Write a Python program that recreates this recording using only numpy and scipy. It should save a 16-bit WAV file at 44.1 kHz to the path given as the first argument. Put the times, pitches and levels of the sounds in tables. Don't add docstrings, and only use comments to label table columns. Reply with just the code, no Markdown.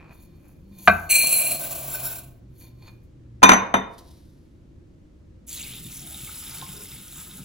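import sys
import numpy as np
from scipy import signal
from scipy.fft import rfft, irfft, next_fast_len
from scipy.io import wavfile

SR = 44100
rng = np.random.default_rng(int(sys.argv[2]) if len(sys.argv) > 2 else 0)


def put_to_file(sound):
    columns = np.atleast_2d(sound).T
    safe = np.clip(columns, -1, 1)
    whole_steps = np.round(safe * 32767)
    wavfile.write(sys.argv[1], SR, whole_steps.astype(np.int16))


N = 328104
TIME = np.arange(N) / SR
LEFT_RIGHT = np.array([[1], [-1]])
WATER_START_S, WATER_ATTACK_S = 5.465, 0.059

# (frequency [Hz], T60 [s], level knocked [dB], level under grains [dB])
LARGE_BOWL_MODES = [(86.1, 1, -33.5, -37.5), (202.5, 0.3, -21, -32), (651, 0.2, -17.5, -36.5),
                    (705, 0.12, -6, -23.5), (806, 0.054, -8, -37), (1125.4, 0.23, -18.5, -36.5),
                    (1215, 0.074, -5.5, -37), (1365, 0.45, -28, -38.5), (1588, 0.19, -10, -24.5),
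                    (2000, 0.12, -16.5, -32.5), (2156, 0.12, -16, -27.5), (2398, 0.21, -11, 7),
                    (2430, 0.03, -22.5, 6), (2530, 0.25, -23.5, -5), (2750, 0.016, -37.5, -2.5),
                    (4166, 0.1, -28.5, 5), (4251, 0.12, -18, 6.5), (6230, 0.029, -49.5, -0.5),
                    (7610, 0.16, -51, 4.5), (7700, .12, -54, -0.5), (8260, 0.11, -46.5, 2),
                    (9937, 0.11, -56, -2.5), (10400, 0.13, -53.5, 2), (10460, 0.13, -53, 5.5),
                    (10680, 0.07, -52.5, 5.5), (11660, 0.06, -53.5, 4), (13730, 0.12, -47, -1.5),
                    (14708, 0.17, -56, 1.5), (15300, .08, -45.5, -4), (15680, .08, -55, -6)]
# (frequency [Hz], T60 [s], rim level [dB], foot level [dB], level under grains [dB])
SMALL_BOWL_MODES = [(1025, 0.18, -44.5, -7, -30), (1530, 0.34, -10, -31, -19.5),
                    (1932, 0.28, -35.5, -15, -40.5), (2206, 0.31, -40.5, -20.5, -38),
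                    (2436, 0.21, -34, -14.5, -35.5), (2573, 0.33, -25, -37.5, -26),
                    (3624, 0.33, -55.5, -20.5, -35.5), (3850, 0.22, -23.5, -38.5, -27),
                    (4412, .15, -28.5, -38, -29.5), (5490, 0.34, -42, -44.5, -22),
                    (6115, 0.2, -56, -14.5, -31.5), (7350, .2, -52, -44, -19),
                    (8140, 0.11, -64, -26.5, -31.5), (10400, 0.1, -54, -26, -13.5),
                    (11100, 0.17, -57.5, -25.5, -20), (12200, 0.09, -44, -27.5, -12.5),
                    (14900, .07, -62.5, -33.5, -12), (15400, 0.09, -51.5, -22, -23.5)]
# (frequency [Hz], spectral level [dB])
THUD_SPECTRUM = [(30, -26), (60, -24.5), (120, -19.5), (195, -15), (350, -13.5), (550, -10.5), (800, -2.5),
                 (980, -4), (1130, -6.5), (1350, -1.5), (1900, -7), (2800, -14), (4000, -20), (5200, -30.5),
                 (10000, -25.5), (16000, -29.5)]
# (frequency [Hz], T60 [s])
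THUD_DECAY = [(150, 0.38), (600, 0.072), (2000, 0.058), (5000, 0.056), (15000, 0.051)]
# (frequency [Hz], side minus mid [dB])
DIFFUSE_SIDE = [(130, -19.5), (250, -9.5), (500, -2.5), (16000, -4.5)]
# (time [s], level [dB])
STREAM_LEVEL = [(5.51, -51.5), (5.6, -52), (5.74, -53.5), (5.83, -54.5), (6.06, -54), (6.16, -52),
                (6.55, -51.5), (7.079, -56.5), (7.192, -54), (7.44, -58)]


def from_db(db):
    return 10 ** (np.asarray(db) / 20)


def rms_one(x):
    return x / np.sqrt(np.mean(x ** 2) + 1e-20)


def at_hz(points, hz):
    f, value = np.transpose(points)
    return np.interp(np.log(np.maximum(hz, 1)), np.log(f), value)


def shape(x, spectrum, turn=1):
    size = next_fast_len(x.shape[-1], True)
    gain = turn * from_db(at_hz(spectrum, np.fft.rfftfreq(size, 1 / SR)))
    return irfft(rfft(x, size) * gain, size)[..., :x.shape[-1]]


def soften(x, hz):
    return signal.sosfilt(signal.butter(2, min(hz, .45 * SR), fs=SR, output="sos"), x)


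def add(out, s, x):
    i = round(s * SR)
    out[..., i:i + x.shape[-1]] += x[..., :N - i]


def onset(s, attack_s):
    return np.clip((TIME - s) / attack_s, 0, 1)


def fading(s, lasts_s):
    return np.exp(-np.maximum(TIME - s, 0) / lasts_s)


def swells(rows):
    return sum(from_db(db - 20 * np.minimum(np.maximum((s - TIME) / rise, (TIME - s) / fall), 10))
               for s, db, rise, fall in rows)


def drift(per_s):
    knots = rng.standard_normal(4096)
    return np.interp(TIME * per_s, np.arange(len(knots)), knots)


def grains(per_s, spread_db, clump_db):
    born = rng.random(N) < per_s / SR
    sizes = from_db(spread_db * np.minimum(rng.exponential(1, N), 4) + clump_db * drift(70))
    return rms_one(born * sizes * rng.choice([-1, 1], N))


def crackle(spectrum, per_s, spread_db, clump_db):
    return rms_one(shape(grains(per_s, spread_db, clump_db), spectrum))


def ring(x, hz, t60):
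    r, w = from_db(-60 / (t60 * SR)), 2 * np.pi * hz / SR
    return signal.lfilter([0, np.sin(w)], [1, -2 * r * np.cos(w), r * r], x + 1e-18)


def sing(x, modes):
    return sum(ring(x, hz, t60) * from_db(db) * np.sqrt(4 * np.log(1000) / (t60 * SR))
               for hz, t60, db in modes)


def strike(modes, held):
    hz, t60, db = np.transpose(modes)[:, :, None]
    t = TIME[:SR // 2]
    sign = (-1) ** np.arange(len(hz))[:, None]
    beat_hz = rng.uniform(12, 40, hz.shape) * rng.choice([-1, 1], hz.shape)
    pairs = np.sin(2 * np.pi * hz * t) + 0.42 * np.sin(2 * np.pi * (hz + beat_hz) * t)
    decay = from_db(db + rng.standard_normal(hz.shape) - 60 * t / (held * t60))
    return np.pad(np.sum(sign * pairs * decay, axis=0), (0, SR - len(t)))


def dying_noise(spectrum, t60s):
    noise = rfft(rms_one(shape(rng.standard_normal((2, SR)), spectrum)))
    octave = np.clip(np.log2(np.fft.rfftfreq(SR, 1 / SR) / 125 + 1e-9), 0, 7)
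    bands = [irfft(noise * np.maximum(1 - abs(octave - k), 0), SR) for k in range(8)]
    return sum(band * from_db(-60 * TIME[:SR] / at_hz(t60s, 125 * 2 ** k))
               for k, band in enumerate(bands))


def bubble(hz, cycles, glide=0.062):
    age = np.arange(int(SR * cycles / hz)) * hz / (SR * cycles)
    return from_db(-60 * age) * np.sin(2 * np.pi * cycles * age * (1 + glide * age))


def bubbles(per_s, low_hz, high_hz, cycles, swell_db, count):
    pops = grains(per_s, spread_db=2.3, clump_db=2.5)
    size = rng.integers(0, count, N)
    return rms_one(sum(ring(pops * (size == k), hz, cycles / hz) * from_db(swell_db * drift(8.2))
                       for k, hz in enumerate(np.geomspace(low_hz, high_hz, count))))


def room_tone(rumble_db=-49.5, drone_db=-3, waver_db=4.0, wander=0.079):
    # (frequency [Hz], spectral level [dB])
    spectrum = [(20, -13), (65, 1), (120, -9), (150, -8), (262, -13), (293, -12.5), (337, -11),
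                (422, -25.5), (527, -23), (738, -36.5), (1450, -41), (6540, -50.5), (16000, -66.5)]
    # (frequency [Hz], side minus mid [dB])
    width = [(60, -16.5), (180, -10), (550, -1.5), (1650, 0.5), (4970, -3.5), (15000, 3)]
    # (time [s], frequency [Hz], level [dB])
    drone_path = [(0, 160.8, -49), (0.351, 168, -55), (0.752, 186.6, -42.5), (1.2, 166.9, -47.5),
                  (1.651, 140.8, -44), (2.048, 123, -40), (2.6, 120, -46.5), (3.4, 118.2, -44.5),
                  (3.9, 118.3, -68.5)]
    mid, side = (rms_one(shape(noise, spectrum)) for noise in rng.standard_normal((2, N)))
    rumble = mid + shape(side, width) * LEFT_RIGHT
    s, pitch, level = np.transpose(drone_path)
    hz = np.interp(TIME, s, pitch) * (1 + wander * drift(43))
    envelope = from_db(np.interp(TIME, s, level) + waver_db * drift(18)) * fading(s[-1], 0.094)
    drone = envelope * np.sin(2 * np.pi * np.cumsum(hz) / SR)
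    return from_db(rumble_db) * rumble + from_db(drone_db) * drone


def kitchen_reverb(x, build_s=0.0039):
    # (frequency [Hz], spectral level [dB])
    walls = [(60, -11), (200, 0.5), (700, -1), (2500, 2), (6000, -4), (16000, -9.5)]
    # (frequency [Hz], T60 [s])
    decay = [(100, 0.17), (500, 0.72), (1500, 0.42), (4000, .38), (15000, 0.24)]
    mid, side = dying_noise(walls, decay) * (1 - np.exp(-(TIME[:SR] / build_s) ** 2))
    echoes = mid + shape(side, DIFFUSE_SIDE) * LEFT_RIGHT
    return signal.fftconvolve(x[None], rms_one(echoes) / np.sqrt(SR), axes=1)[:, :N]


def handling(shift_db=-2.5, rub_db=-2):
    # (time [s], level [dB], rise [s], fall [s])
    grain_shifts = [(.146, -59, 0.046, 0.073), (.228, -55, 0.051, 0.054), (.505, -65, 0.37, 0.19),
                    (.788, -45, 0.0042, .015), (.872, -38, 0.099, 0.27), (2.62, -48.5, 0.071, 0.085),
                    (2.87, -61.5, 0.12, 0.13), (3.04, -72.5, 0.027, .06)]
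    finger_rubs = [(.2, -69.5, 0.31, 0.38), (.845, -55, 0.13, 0.32), (1.97, -50, .12, 0.081),
                   (2.645, -60.5, .13, 0.11), (2.823, -53, 0.0042, 0.016), (2.886, -51.5, 0.07, .02)]
    sleeve_brushes = [(3.94, -63.5, .04, 0.043), (3.983, -48, 0.0046, 0.029), (4.09, -62.5, .2, 0.43)]
    palm_slides = [(.02, -54, .2, 0.15), (.11, -51.5, 0.03, 0.033), (.46, -65, 0.184, 0.17),
                   (2.88, -55, 0.06, 0.058)]
    # (frequency [Hz], spectral level [dB])
    grain_spectrum = [(1500, -21), (3000, -2), (5500, -6.5), (6600, 8), (8000, -10), (11000, 10),
                      (16000, 3.5)]
    finger_spectrum = [(400, -8), (780, 10.5), (1020, 4), (1250, -0.5), (1900, -3.5), (2150, -7.5),
                       (2430, 10), (2800, -4.5), (3400, -14), (4350, 1), (5000, -17), (6600, -11.5),
                       (8000, -26), (16000, -34)]
    sleeve_spectrum = [(1000, -10), (2800, -3.5), (3800, 5), (5500, 2.5), (8000, -6.5), (11000, 1),
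                       (16000, -13.5)]
    palm_spectrum = [(250, -7.5), (500, 5), (1000, 5), (1400, 0.5), (1800, -0.5), (2150, -5.5), (2450, 8.5),
                     (2900, -12), (4300, -17.5), (7000, -31)]
    # (frequency [Hz], T60 [s], level [dB])
    squeak_modes = [(1050, .08, -8.5), (2438, 0.08, -6.5), (3650, .06, -9), (4370, 0.018, -2),
                    (6600, .025, -14)]
    shift = swells(grain_shifts) * crackle(grain_spectrum, per_s=2000, spread_db=-0.5, clump_db=1.5)
    slips = swells(finger_rubs) * grains(per_s=2500, spread_db=1.5, clump_db=-4.0)
    rub = from_db(rub_db) * shape(slips, finger_spectrum) + sing(slips, squeak_modes)
    sleeve = swells(sleeve_brushes) * crackle(sleeve_spectrum, per_s=16000, spread_db=3.5, clump_db=1.5)
    palm = swells(palm_slides) * crackle(palm_spectrum, per_s=3400, spread_db=6.5, clump_db=-0.5)
    return from_db(shift_db) * shift + rub + palm + sleeve


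def stream_gain():
    return onset(WATER_START_S, WATER_ATTACK_S) * from_db(np.interp(TIME, *np.transpose(STREAM_LEVEL)))


def water_drumming(drum_db=-4, glug_db=-5, bed_db=-54, rise_s=0.076, fall_s=0.064):
    # (frequency [Hz], spectral level [dB])
    spectrum = [(50, -8), (90, -6), (140, 20), (190, -5), (230, -0.5), (280, 4), (370, -11), (430, -3),
                (550, -99), (900, -38)]
    # (time [s], level [dB])
    surges = [(5.63, -45.5), (5.73, -44.5), (5.859, -36), (6.04, -44), (6.24, -42), (6.6, -40.5),
              (6.73, -38), (6.94, -46.5), (7.18, -50.5), (7.41, -37)]
    surging = swells([(s, db, rise_s, fall_s) for s, db in surges])
    force = onset(WATER_START_S, WATER_ATTACK_S) * (from_db(bed_db) + surging)
    drum = crackle(spectrum, per_s=800, spread_db=0.0, clump_db=-0.5)
    glug = bubbles(per_s=670, low_hz=126.7, high_hz=192.2, cycles=40, swell_db=2.5, count=6)
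    return force * (from_db(drum_db) * drum + from_db(glug_db) * glug)


def water_pool(bubble_db=-10, hollow_db=-7.0, no_pool_db=-20.5, gather_s=0.45):
    # (frequency [Hz], T60 [s], level [dB])
    cavity_modes = [(720, 0.082, -25.5), (868, 0.23, -7.5), (1050, 0.29, -14.5), (1285, 0.032, -2),
                    (1430, 0.05, -4.5), (1600, 0.13, -8.5)]
    pool = stream_gain() * from_db(no_pool_db * fading(WATER_START_S, gather_s))
    burble = bubbles(per_s=470, low_hz=720, high_hz=2030, cycles=22, swell_db=5.5, count=18)
    hollow = sing(grains(per_s=830, spread_db=-1.0, clump_db=3.5), cavity_modes)
    return pool * (from_db(bubble_db) * burble + from_db(hollow_db) * hollow)


def water_splash(spatter_db=0.3, pop_db=-6):
    # (frequency [Hz], spectral level [dB])
    spectrum = [(1200, -23.5), (1750, -4), (2250, 0), (3200, 7), (3700, 7.5), (4200, 3), (4800, 0),
                (5400, 5), (6500, -30), (9000, -31)]
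    # (frequency [Hz], T60 [s], level [dB])
    glass_modes = [(3677, 0.03, -5.5)]
    spatter = crackle(spectrum, per_s=5000, spread_db=2.4, clump_db=1.0)
    glass = sing(grains(per_s=330, spread_db=3.5, clump_db=2), glass_modes)
    pops = bubbles(per_s=750, low_hz=2100, high_hz=7600, cycles=52, swell_db=5.0, count=22)
    return stream_gain() * (from_db(spatter_db) * spatter + glass + from_db(pop_db) * pops)


def water_fizz(fizz_db=-44, follows_stream=0.88, wetting_db=11, wetting_s=0.0356):
    # (frequency [Hz], spectral level [dB])
    spectrum = [(3000, -22), (5800, -5), (6700, 2.5), (8200, 5), (9300, -16.5), (10400, 12), (11800, 2.5),
                (13000, -8.5), (14700, 7.5), (16000, -2)]
    s, stream_db = np.transpose(STREAM_LEVEL)
    swing_db = np.interp(TIME, s, stream_db) - stream_db.mean()
    level_db = fizz_db + follows_stream * swing_db + wetting_db * fading(WATER_START_S, wetting_s)
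    fizz = crackle(spectrum, per_s=4000, spread_db=1.0, clump_db=1.74)
    return onset(WATER_START_S, WATER_ATTACK_S) * from_db(level_db) * fizz


def spray(level_db=-8.0, cycles=22, low_hz=2200, high_hz=6500, count=12):
    landings = grains(per_s=60, spread_db=3.5, clump_db=1)
    size = rng.integers(0, count, N)
    blips = np.zeros(N)
    for k, hz in enumerate(np.geomspace(low_hz, high_hz, count)):
        t60 = cycles / hz
        blips += ring(ring(landings * (size == k), hz, t60), hz, t60) / t60
    return stream_gain() * from_db(level_db) * rms_one(blips)


def bubble_clouds(cycles=52, spread_db=4, count=70):
    # (time [s], length [s], level [dB], lowest [Hz], highest [Hz])
    clouds = [(5.48, .15, -44.5, 6290, 7730), (5.504, 0.14, -47, 3230, 4700),
              (5.584, 0.035, -46.5, 2180, 3290), (5.631, .14, -50, 2120, 3100),
              (5.689, .1, -51, 3260, 4100), (5.906, .12, -50.5, 5280, 7400), (6.003, 0.15, -60.5, 648, 836),
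              (6.163, .18, -59.5, 2120, 3190), (6.318, .62, -56.5, 4900, 5540),
              (6.466, 0.14, -51, 2000, 7060), (6.486, 0.08, -56, 774, 1600), (6.733, .1, -55, 400, 435),
              (7.132, 0.082, -51, 6600, 8100), (7.147, 0.075, -58.5, 910, 4200)]
    out = np.zeros(N)
    for s, length, db, low_hz, high_hz in clouds:
        cloud = np.zeros(SR)
        for when, pitch, strength, sign in rng.uniform(0, 1, (count, 4)):
            gain = np.sign(sign - .5) * from_db(-spread_db * np.log(max(strength, .05)))
            add(cloud, when * length, gain * bubble(low_hz * (high_hz / low_hz) ** pitch, cycles))
        add(out, s, from_db(db) * rms_one(cloud) * np.sqrt(length))
    return out


def single_drops():
    # (time [s], level [dB], frequency [Hz], ring length [cycles])
    drops = [(5.577, -29, 4100, 50), (5.607, -33, 2717, 100), (5.737, -30, 3700, 40),
             (5.785, -34, 3600, 34), (5.866, -36, 3600, 45), (5.964, -40.5, 2260, 44),
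             (6.145, -31.5, 3650, 67), (6.294, -38, 1413, 25), (6.615, -26.5, 3666, 30),
             (6.622, -36, 1037, 120), (6.626, -33, 834, 20), (6.69, -32, 3110, 25), (6.918, -34, 3560, 40),
             (7.313, -37, 3645, 78)]
    out = np.zeros(N)
    for s, db, hz, cycles in drops:
        add(out, s, from_db(db) * bubble(hz, cycles))
    return out


def rim_knock(at_s=.8752, level_db=5, rise_s=0.0051, crack_db=-12, crack_hz=4000, contact_hz=2000):
    modes = [mode[:3] for mode in (*LARGE_BOWL_MODES, *SMALL_BOWL_MODES)]
    glass = soften(strike(modes, held=.7), contact_hz) * (1 - np.exp(-TIME[:SR] / rise_s))
    crack = from_db(crack_db) * soften(dying_noise(THUD_SPECTRUM, THUD_DECAY)[0], crack_hz)
    out = np.zeros(N)
    add(out, at_s, from_db(level_db) * (glass + crack))
    return out


def bowl_clatter(thud_db=-5.0, grit_db=-18, favour_db=7.5, width=0.89, left_db=0.94, lag_s=.0003):
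    # (time [s], level [dB], thud cutoff [Hz], glass [dB], counter [dB], favoured mode [Hz])
    contacts = [(3.42, -22.5, 2428, -23.5, -7.5, 2436), (3.4295, -2, 12100, -0.5, -7.5, 1025),
                (3.4334, 2.5, 9000, -1.5, -9, 2436), (3.4915, 1.5, 8700, -4, -9, 1025),
                (3.5172, -3, 6500, -7, -11.5, 6115), (3.5336, -8, 6500, -3.5, -5, 6115),
                (3.7407, -4, 2690, -10, -6.5, 3624)]
    # (frequency [Hz], T60 [s], level [dB])
    counter_modes = [(194.3, 0.29, -12.5), (270.3, 0.3, -15.5), (442, 0.62, -24.5), (680, 0.27, -13),
                     (815, 0.39, -21.5), (934, 0.2, -12.5), (952, 0.18, -13.5), (1136, 0.41, -21),
                     (1395, 0.26, -20.5)]
    out = np.zeros((2, N))
    hz, t60, _, foot_db, _ = np.transpose(SMALL_BOWL_MODES)
    for s, db, cutoff_hz, glass_db, counter_db, favoured_hz in contacts:
        blow = dying_noise(THUD_SPECTRUM, THUD_DECAY)
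        mid, side = soften(blow, cutoff_hz) + from_db(grit_db) * blow
        thud = from_db(thud_db) * (mid + width * shape(side, DIFFUSE_SIDE) * LEFT_RIGHT)
        favoured = np.arange(len(hz)) == np.argmin(abs(hz - favoured_hz))
        modes = np.transpose([hz, t60, foot_db + favour_db * favoured])
        glass = from_db(glass_db) * soften(strike(modes, held=0.87), 6 * cutoff_hz)
        slab = from_db(counter_db) * strike(counter_modes, held=0.82)
        add(out, s, from_db(db) * (thud + glass + slab))
    right = np.interp(TIME - lag_s, TIME, out[1])
    return np.array([out[0], right]) * from_db(left_db * LEFT_RIGHT)


def loaded_bowl(impacts, load, broadening_hz=24, skirt_hz=270):
    # (frequency [Hz], loss [dB])
    load_loss = [(1600, 0.5), (2400, 13), (2760, 2.8), (4200, 12.9), (8000, 6.9), (10500, 0.95),
                 (15000, 1.96)]
    out = np.zeros(N)
    free, loaded = impacts * (1 - load), impacts * np.sqrt(load)
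    for hz, t60, _, db in LARGE_BOWL_MODES:
        coupling = rng.standard_normal(N)
        damped_t60 = 1 / (1 / t60 + np.pi * broadening_hz / np.log(1000))
        clear = sing(free * coupling, [(hz, t60, db)])
        damped = sing(loaded * coupling[::-1], [(hz, damped_t60, db - at_hz(load_loss, hz))])
        band = [max(hz - skirt_hz, hz / 2), hz + skirt_hz]
        out += signal.sosfilt(signal.butter(1, band, "band", fs=SR, output="sos"), clear + damped)
    return out


def singing_lip(remaining, level_db=-25, full_bowl_db=-12, waver_db=2.0, grains_t60_s=0.065):
    force = from_db(level_db + full_bowl_db * remaining + waver_db * drift(12))
    modes = [(hz, 1 / (1 / t60 + 1 / grains_t60_s), db) for hz, t60, _, _, db in SMALL_BOWL_MODES]
    return sing(force * grains(per_s=10000, spread_db=3.0, clump_db=6.5), modes)


def rice_pour(start_s=1.089, end_s=2.16, sag_db_per_s=7.5, release_db_per_s=163.5, patter_db=-32,
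              covered_s=1.564, cover_loss_db=17.5, ring_db=1, bounce_db=-7, load_loss_db=6, hiss_db=-27):
    # (frequency [Hz], spectral level [dB])
    bounce_spectrum = [(150, -19.5), (700, -21), (1300, -25), (1800, -27), (2450, -2.5), (2800, 6),
                       (3400, 1.5), (4100, 5.5), (4900, -32), (5800, -15), (6400, 4), (7000, 4.5),
                       (8500, -13.5), (11000, -3.5), (16000, -2.5)]
    # (frequency [Hz], spectral level [dB])
    heap_spectrum = [(100, -8.5), (300, -0.5), (480, -4.5), (660, 12), (880, -9), (1120, 0.5),
                     (1400, -15.5), (1800, -13.5), (2400, -9.5), (3300, -7), (4300, -9), (5200, -11),
                     (7700, -2.5), (9000, -26.5), (11000, 3), (13000, -5.5), (15000, 4)]
    # (time [s], level [dB], rise [s], fall [s])
    first_clump = (0.9921, -26.5, 1.9, 0.13)
    loss_db = sag_db_per_s * np.maximum(TIME - start_s, 0) + release_db_per_s * np.maximum(TIME - end_s, 0)
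    flow = onset(start_s, attack_s=0.018) * from_db(-np.minimum(loss_db, 150))
    covered = .5 + .5 * np.tanh(.5 * (TIME - covered_s) / 0.024)
    load = 1 - fading(start_s, lasts_s=0.18)
    on_glass = flow * from_db(patter_db - cover_loss_db * covered)
    impacts = on_glass * grains(per_s=3000, spread_db=1.5, clump_db=2.5)
    clump = flow * swells([first_clump]) * grains(per_s=6800, spread_db=3.0, clump_db=2.0)
    glass = from_db(ring_db) * loaded_bowl(impacts + soften(clump, hz=3800), load)
    bounce = shape(impacts * from_db(bounce_db - load_loss_db * load), bounce_spectrum)
    hiss = crackle(heap_spectrum, per_s=16000, spread_db=2.5, clump_db=3.0)
    heap = from_db(hiss_db) * load ** 0.67 * hiss
    lip = singing_lip(remaining=1 - onset(start_s, end_s - start_s)) * fading(end_s, 0.045)
    return glass + bounce + flow * (heap + lip)


def scene(knock_echo_db=-19, pour_echo_db=-11, clatter_echo_db=-16, left_db=.25):
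    # (frequency [Hz], side minus mid [dB])
    board_side = [(60, -22), (700, -7.5), (1500, -11.5), (2400, -15), (4400, -9), (8000, -1.5),
                  (15000, -0.5)]
    knock, clatter = rim_knock(), bowl_clatter()
    pouring = rice_pour() + handling()
    pouring += water_drumming() + water_pool() + water_splash() + water_fizz()
    pouring += spray() + bubble_clouds() + single_drops()
    board = knock + pouring
    direct = board + shape(board, board_side, turn=-1j) * LEFT_RIGHT
    echoes = kitchen_reverb(from_db(knock_echo_db) * knock + from_db(pour_echo_db) * pouring
                            + from_db(clatter_echo_db) * clatter[0])
    return direct * from_db(left_db * LEFT_RIGHT) + clatter + echoes + room_tone()


def record(dry, cutoff_hz=15900):
    rounded = dry / (1 + dry ** 8) ** (1 / 8)
    return signal.sosfilt(signal.ellip(10, .1, 70, cutoff_hz, fs=SR, output="sos"), rounded)


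dry = scene()
out = record(dry)
put_to_file(out)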